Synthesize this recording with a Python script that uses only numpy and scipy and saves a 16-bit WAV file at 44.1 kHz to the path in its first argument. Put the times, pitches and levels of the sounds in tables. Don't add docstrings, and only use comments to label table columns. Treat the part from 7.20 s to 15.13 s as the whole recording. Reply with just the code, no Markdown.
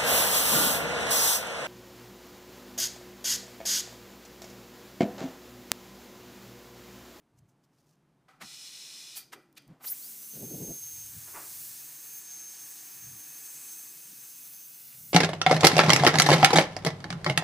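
import sys
import numpy as np
from scipy import signal
from scipy.fft import rfft, irfft, next_fast_len
from scipy.io import wavfile
from scipy.ndimage import uniform_filter1d

SR = 44100
rng = np.random.default_rng(int(sys.argv[2]) if len(sys.argv) > 2 else 0)


def unload_wav(signal):
    wavfile.write(
        sys.argv[1],
        SR,
        np.round(np.clip(np.atleast_2d(signal).T, -1, 1) * 32767).astype(np.int16),
    )


N = 349713
T = np.arange(N) / SR
HZ = np.linspace(1, SR / 2, 2 ** 14)
AROUND = np.arange(-int(.3 * SR), int(.6 * SR)) / SR

# frequency_hz, gain_db
ROOM_COLOUR = [(25, -26), (55, -16.5), (100, -18), (135, 0), (190, -8.5), (290, -9), (460, -17),
               (1000, -20), (1900, -28.5), (3500, -34), (12000, -41.5), (15000, -48)]
# peak_s, level_db, spread_s, pitch_hz
BUMPS = [(.223, -65, .055, 120), (1.24, -55, 0.022, 194), (2.171, -59, .03, 347), (2.5, -52, 0.022, 168),
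         (3.966, -50, 0.022, 126), (3.85, -61, .22, 106), (4.413, -63.5, .1, 121),
         (5.893, -57.5, 0.067, 128), (6.918, -63.5, .021, 199), (7.92, -58, .12, 137)]
# peak_s, level_db, fade_s, centre_hz
RUBS = [(0.186, -71.5, 0.011, 6700), (0.298, -76, 0.015, 6500), (.445, -72.5, 0.0096, 5460),
        (0.595, -76.5, 0.05, 5400), (0.703, -72.5, 0.037, 5600), (2.232, -76, 0.014, 9000),
        (7.03, -60, 0.022, 1600), (7.339, -55, .015, 5600), (7.736, -60, .024, 2440)]
# time_s, level_db
HOSE_LEVEL = [(1.2, -84), (1.25, -78), (2.6, -71), (4.4, -72.5), (5.2, -72), (6.5, -69.5), (7.4, -81.5)]
# peak_s, level_db
VALVE_TICKS = [(2.328, -62), (2.355, -64), (2.381, -48), (2.423, -66), (2.479, -57)]
# peak_s, level_db, rise_s, fall_s, centre_hz, steepness, tail_db
VALVE_PUFFS = [(1.087, -62, .003, 0.058, 1030, 1.04, 3.5), (1.224, -42, 0.0093, 0.012, 1240, 0.89, -12.5),
               (2.135, -42.5, 0.0069, 0.0092, 1340, 0.75, -11.5),
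               (2.380, -48, 0.0074, 0.0046, 3100, 0.95, -12.5), (2.505, -64, 0.018, 0.086, 626, 1.24, -12),
               (2.612, -60, 0.0058, .1, 940, 1.2, -1.5), (2.649, -45, .0045, 0.0056, 1600, 0.64, -16)]
# centre_hz, width_hz, gain_db
METAL_MODES = [(770, 70, 7.5), (1330, 300, 2.5), (1980, 180, 1.5), (2400, 170, 3), (3220, 200, -3),
               (4800, 600, 1), (6110, 300, -1), (8420, 250, -5), (9640, 500, -3), (12100, 600, -1)]
# frequency_hz, gain_db
BURST_COLOUR = [(60, -33), (170, -14), (600, -15), (1500, -9), (2400, -7), (4000, -3.5), (7000, 0),
                (9500, -1), (11500, -9), (15400, -11)]
# centre_hz, width_hz, gain_db
DUCT_MODES = [(1980, 140, -1), (2460, 310, 3.5), (2945, 230, 4), (3450, 230, 5.5), (3840, 380, 4),
              (4200, 390, 5), (5190, 430, 7), (5700, 170, 4), (6100, 260, 0), (6670, 310, -4),
              (7640, 450, -6)]
# frequency_hz, gain_db
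GUST_COLOUR = [(24, -55), (40, -9), (92, -12), (123, 1.5), (217, 1.5), (251, -2), (286, -2), (455, -4.5),
               (1120, -30.5), (1300, -44), (1690, -62), (2860, -120)]
# peak_s, level_db
WHOOSHES = [(4.085, -57.5), (4.163, -44)]
# frequency_hz, gain_db
WHOOSH_COLOUR = [(120, -20), (340, -2), (560, -4.5), (1100, 0), (1700, -4.5), (2600, -11), (4200, -39),
                 (9000, -55)]
# time_s, level_db
CUP_LEVEL = [(3.9, -61.5), (4.3, -63.5), (5.2, -61), (6.5, -60.5), (7.0, -71), (7.6, -74)]
# centre_hz, width_hz, gain_db
CUP_MODES = [(765, 125, -7.5), (1115, 640, -8), (1723, 410, -2), (2300, 490, -5)]
# time_s, level_db
UNDERTONE_LEVEL = [(4.0, -78), (4.5, -72), (5.6, -75.5), (6.45, -69), (6.9, -71.5), (7.6, -77)]
# start_s, length_s, first_hz, last_hz, level_db
NOZZLE_CHIRPS = [(2.659, 0.048, 3500, 6400, -45), (2.67, 0.038, 9560, 11600, -41.5),
                 (2.65, 0.047, 13000, 15100, -35.5), (2.689, 0.034, 8700, 11500, -38),
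                 (2.691, 0.031, 12300, 14900, -36), (2.708, 0.031, 12600, 15400, -30)]
# frequency_hz, gain_db
JET_COLOUR = [(290, -60), (500, -21.5), (1400, -15), (1640, -13), (1980, -14.5), (2530, -11.5),
              (3370, -12.5), (6060, -4), (6330, -0.5), (6700, -3.5), (8190, -0.5), (12800, 7), (14800, 12),
              (15400, 13)]
# time_s, level_db
HISS_LEVEL = [(2.78, -51), (3.12, -52.5), (4.43, -48.5), (4.76, -51.5), (5.59, -50), (5.73, -53.5),
              (6.39, -49.5), (6.62, -51), (6.75, -53.5), (7.18, -53), (7.4, -57), (7.93, -57.5)]
# time_s, level_db
TREBLE_LEVEL = [(2.78, -47), (2.98, -48.5), (4.16, -50), (4.4, -46), (4.82, -51.5), (4.99, -47),
                (5.03, -55.5), (5.38, -53.5), (5.48, -48.5), (5.59, -53), (5.65, -50), (5.78, -51),
                (6.52, -49.5), (6.7, -50), (6.84, -52.5), (7.33, -50), (7.53, -51.5), (7.93, -50)]
# start_s, end_s, centre_hz, width_hz, level_db
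SHEENS = [(2.81, 3.6, 11840, 1600, -53), (4.14, 4.58, 4900, 2600, -58), (5.0, 5.7, 5500, 1400, -62.5),
          (6.1, 6.64, 8000, 1100, -54)]
# time_s, level_db
WHINE_LEVEL = [(2.98, -58), (3.19, -49.5), (3.63, -41), (4.26, -62), (4.48, -52), (4.52, -58),
               (5.23, -44.5), (5.49, -51), (6.59, -50.5), (6.77, -58.5), (7.18, -56), (7.24, -61),
               (7.46, -52), (7.5, -69), (7.54, -56.5), (7.65, -74), (7.93, -63)]


def undb(db):
    return 10 ** (np.asarray(db) / 20)


def curve(table):
    return np.interp(T, *np.transpose(table))


def fader(table):
    fade_out = np.exp(-np.maximum(T - table[-1][0], 0) / 0.14)
    return undb(curve(table)) * (T >= table[0][0]) * fade_out


def held(start_s, end_s, attack_s, release_s):
    onset = 1 - np.exp(-np.maximum(T - start_s, 0) / attack_s)
    return onset * np.exp(-np.maximum(T - end_s, 0) / release_s)


def bell(offset, spread):
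    return np.exp(-(offset / spread) ** 2 / 2)


def swell_and_fall(rise_s, fall_s):
    return bell(np.minimum(AROUND, 0), rise_s) * np.exp(-np.maximum(AROUND, 0) / fall_s)


def walk(rate_hz):
    hold = max(int(SR / rate_hz), 2)
    steps = rng.standard_normal(N)[np.arange(N) // hold]
    return uniform_filter1d(uniform_filter1d(steps, hold), hold) * np.sqrt(2)


def colour(points):
    hz, db = np.transpose(points)
    return undb(np.interp(np.log(HZ), np.log(hz), db))


def resonance(hz, width_hz):
    return 1 / np.sqrt(1 + ((HZ ** 2 - hz ** 2) / (HZ * width_hz)) ** 2)


def rolloff(hz, order):
    return 1 / (1 + (HZ / hz) ** order)


def cavity(modes):
    return np.sqrt(sum((undb(db) * resonance(hz, width) ** 2) ** 2 for hz, width, db in modes))


def noise(eq, band_hz=None, count=N):
    size = next_fast_len(count, True)
    hz = np.fft.rfftfreq(size, 1 / SR)
    gain = np.interp(hz, HZ, eq)
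    inside = 1 if band_hz is None else (hz > band_hz[0]) & (hz < band_hz[1])
    coloured = irfft(rfft(rng.standard_normal(size)) * gain, size)[:count]
    return coloured / np.sqrt(np.mean(gain ** 2 * inside))


def add_shot(out, peak_s, db, envelope, eq):
    index = int((peak_s + AROUND[0]) * SR) + np.arange(len(AROUND))
    inside = (index >= 0) & (index < N)
    shot = undb(db) * envelope * noise(eq, count=len(AROUND))
    out[index[inside]] += shot[inside]


def room_tone():
    return noise(colour(ROOM_COLOUR)) * undb(-70)


def handling_bumps():
    out = np.zeros(N)
    for at, db, spread, hz in BUMPS:
        body = resonance(hz, .5 * hz) ** 1.24 * rolloff(2 * hz, order=4)
        add_shot(out, at, db, bell(AROUND, spread), body)
    return out


def glove_rubs():
    out = np.zeros(N)
    for at, db, fade, hz in RUBS:
        add_shot(out, at, db, np.exp(-np.abs(AROUND) / fade), resonance(hz, 0.19 * hz) ** 0.53)
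    return out * undb(3.2 * walk(500))


def air_supply():
    drone = noise(resonance(hz=311, width_hz=89) ** 1.03) * fader(HOSE_LEVEL)
    vent_s, slowing_s, first_hz, last_hz = 2.15, 0.29, 418, 208.5
    hz = last_hz + (first_hz - last_hz) * np.exp(-np.maximum(T - vent_s, 0) / slowing_s)
    phase = 2 * np.pi * np.cumsum(hz * (1 + 0.01365 * walk(38.9))) / SR
    hum = np.sqrt(2) * np.sin(phase) * held(vent_s, 3.3, attack_s=.01, release_s=0.092)
    return drone + hum * undb(-71.5)


def valve_ticks():
    out = np.zeros(N)
    snap = np.exp(-np.abs(AROUND) / 0.0013)
    for at, db in VALVE_TICKS:
        add_shot(out, at, db, snap, resonance(hz=12500, width_hz=5000) ** 0.51)
    return out


def valve_puffs():
    out = np.zeros(N)
    metal = np.hypot(cavity(METAL_MODES), undb(-9))
    low_cut = 1 / (1 + (175 / HZ) ** 4)
    for at, db, rise, fall, hz, steepness, tail_db in VALVE_PUFFS:
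        body = resonance(hz, 0.91 * hz) ** steepness
        add_shot(out, at, db, swell_and_fall(rise, fall), body * low_cut)
        dull_ring = body ** 1.25 * low_cut * metal
        add_shot(out, at, db + tail_db, swell_and_fall(rise, fall_s=0.057), dull_ring)
    spit_s, rise_s = 1.976, 0.011
    spit = resonance(hz=12400, width_hz=4900) ** 0.49 * low_cut
    spit_ring = resonance(hz=4500, width_hz=2400) ** 0.79 * metal
    add_shot(out, spit_s, db=-37, envelope=swell_and_fall(rise_s, fall_s=0.019), eq=spit)
    add_shot(out, spit_s, db=-45.5, envelope=swell_and_fall(rise_s, fall_s=0.042), eq=spit_ring)
    return out


def air_burst():
    ducts = colour(BURST_COLOUR) * np.hypot(cavity(DUCT_MODES), undb(-7))
    span_s = (1.21, 1.962)
    direct = held(*span_s, attack_s=0.034, release_s=.014)
    room_tail = undb(-20) * held(*span_s, attack_s=0.12, release_s=0.12)
    return noise(ducts) * np.hypot(direct, room_tail) * undb(-46.6 + .5 * walk(40.2))


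def microphone_gust():
    eddies = noise(colour(GUST_COLOUR) * rolloff(1400, order=6), band_hz=(200, 1000))
    buffet = bell(T - 3.515, 0.0068)
    level_db = -47 + 8 * buffet + 2.7 * walk(70) * (1 - buffet)
    return eddies * held(3.125, 3.52, attack_s=0.045, release_s=0.023) * undb(level_db)


def glove_whooshes():
    out = np.zeros(N)
    for at, db in WHOOSHES:
        add_shot(out, at, db, swell_and_fall(rise_s=.013, fall_s=0.058), colour(WHOOSH_COLOUR))
    return out


def cupped_hand():
    hollow = noise(cavity(CUP_MODES) * rolloff(3200, order=4)) * fader(CUP_LEVEL) * undb(-4.5)
    whistle = noise(resonance(hz=2563, width_hz=26) ** 2) * fader(UNDERTONE_LEVEL)
    return hollow + whistle


def nozzle_chirps():
    out = np.zeros(N)
    for start, length, first_hz, last_hz, db in NOZZLE_CHIRPS:
        progress = np.clip((T - start) / length, 0, 1)
        phase = 2 * np.pi * np.cumsum(first_hz + (last_hz - first_hz) * progress) / SR
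        breathy_tone = np.sqrt(2) * np.sin(phase + 1.05 * walk(1500))
        out += undb(db) * np.sin(np.pi * progress) ** 2 * breathy_tone
    return out


def steel_echo(hiss):
    share = np.interp(T, [7.4, 7.65], [.08, .35])
    echo = np.roll(hiss, int(0.001406 * SR))
    return (hiss + share * echo) / np.sqrt(1 + share ** 2)


def surface_sheen():
    return sum(noise(resonance(hz, width) ** 2) * held(start, end, 0.077, 0.077) * undb(db)
               for start, end, hz, width, db in SHEENS)


def exhaust_hiss():
    bands_hz = [(2800, 5800), (6800, 9500), (9500, 13000), (13000, 15500)]
    crossfades = np.log([5400, 7320, 7770, 10420, 11650, 13900])
    hiss_db, treble_db = curve(HISS_LEVEL), curve(TREBLE_LEVEL)
    low_db = -58.5 + 0.49 * (hiss_db - np.mean(hiss_db))
    glove_muffle_db = -1.5 * held(5.0, 5.9, attack_s=.06, release_s=.06)
    upper_db = hiss_db + 0.73 * (treble_db - hiss_db) + glove_muffle_db - 0.53
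    spectrum, lobes = colour(JET_COLOUR), 0
    for (bottom, top), solo, db in zip(bands_hz, np.eye(4), [low_db, hiss_db, upper_db, treble_db]):
        share = np.interp(np.log(HZ), crossfades, np.repeat(solo, 2)[1:-1])
        eq = spectrum * np.sqrt(share)
        makeup = np.sqrt(np.sum(eq ** 2) / np.sum(spectrum[(HZ > bottom) & (HZ < top)] ** 2))
        lobes += makeup * noise(eq) * undb(db + 0.43 * walk(25))
    on_s, rise_s, surge_s, surge_db = 2.636, 0.0168, 2.688, 4
    drive = (1 + np.tanh((T - on_s) / rise_s)) / 2
    surge = undb(surge_db * bell(T - surge_s, 0.018))
    return (lobes + surface_sheen()) * drive * surge * undb(-0.26 + 0.32 * walk(60))


def rotor_whine():
    start_s, spin_up_s, full_hz, sag_from_s, sag_hz_per_s = 2.668, .193, 6379, 4.6, 22
    hz = full_hz * np.tanh(np.maximum(T - start_s, 0) / spin_up_s)
    hz -= sag_hz_per_s * np.maximum(T - sag_from_s, 0)
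    hz *= 1 + .0002 * walk(25) + .0004 * walk(300)
    turn = np.exp(2j * np.pi * np.cumsum(hz) / SR)
    depth = np.interp(T, [2.9, 3.3], [.8, .24])
    fundamental = turn * (1 + depth * (walk(45) + 1j * walk(45))) / np.sqrt(1 + 2 * depth ** 2)
    octave_gain = undb(-16) * np.clip(T - 4, .2, 1)
    octave = turn ** 2 * (1 + 0.72 * (walk(40) + 1j * walk(33))) * octave_gain
    flare_hz, flare_spread_hz, flare_db = 4630, 200, 4
    growth = (hz / full_hz) ** 0.93 * undb(flare_db * bell(hz - flare_hz, flare_spread_hz))
    level_db = curve(WHINE_LEVEL) - 1.5 + 0.6 * walk(15)
    return np.sqrt(2) * (fundamental + octave).imag * growth * undb(level_db)


def scene():
    turbine = rotor_whine() + steel_echo(exhaust_hiss()) + nozzle_chirps() + cupped_hand()
    pedal_air = air_burst() + valve_puffs() + valve_ticks() + air_supply()
    handling = microphone_gust() + glove_whooshes() + glove_rubs() + handling_bumps()
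    mono = turbine + pedal_air + handling + room_tone()
    return np.array([mono, mono])


def record(dry):
    return signal.sosfilt(signal.ellip(12, .1, 75, 15500, fs=SR, output="sos"), dry)


dry = scene()
out = record(dry)
unload_wav(out)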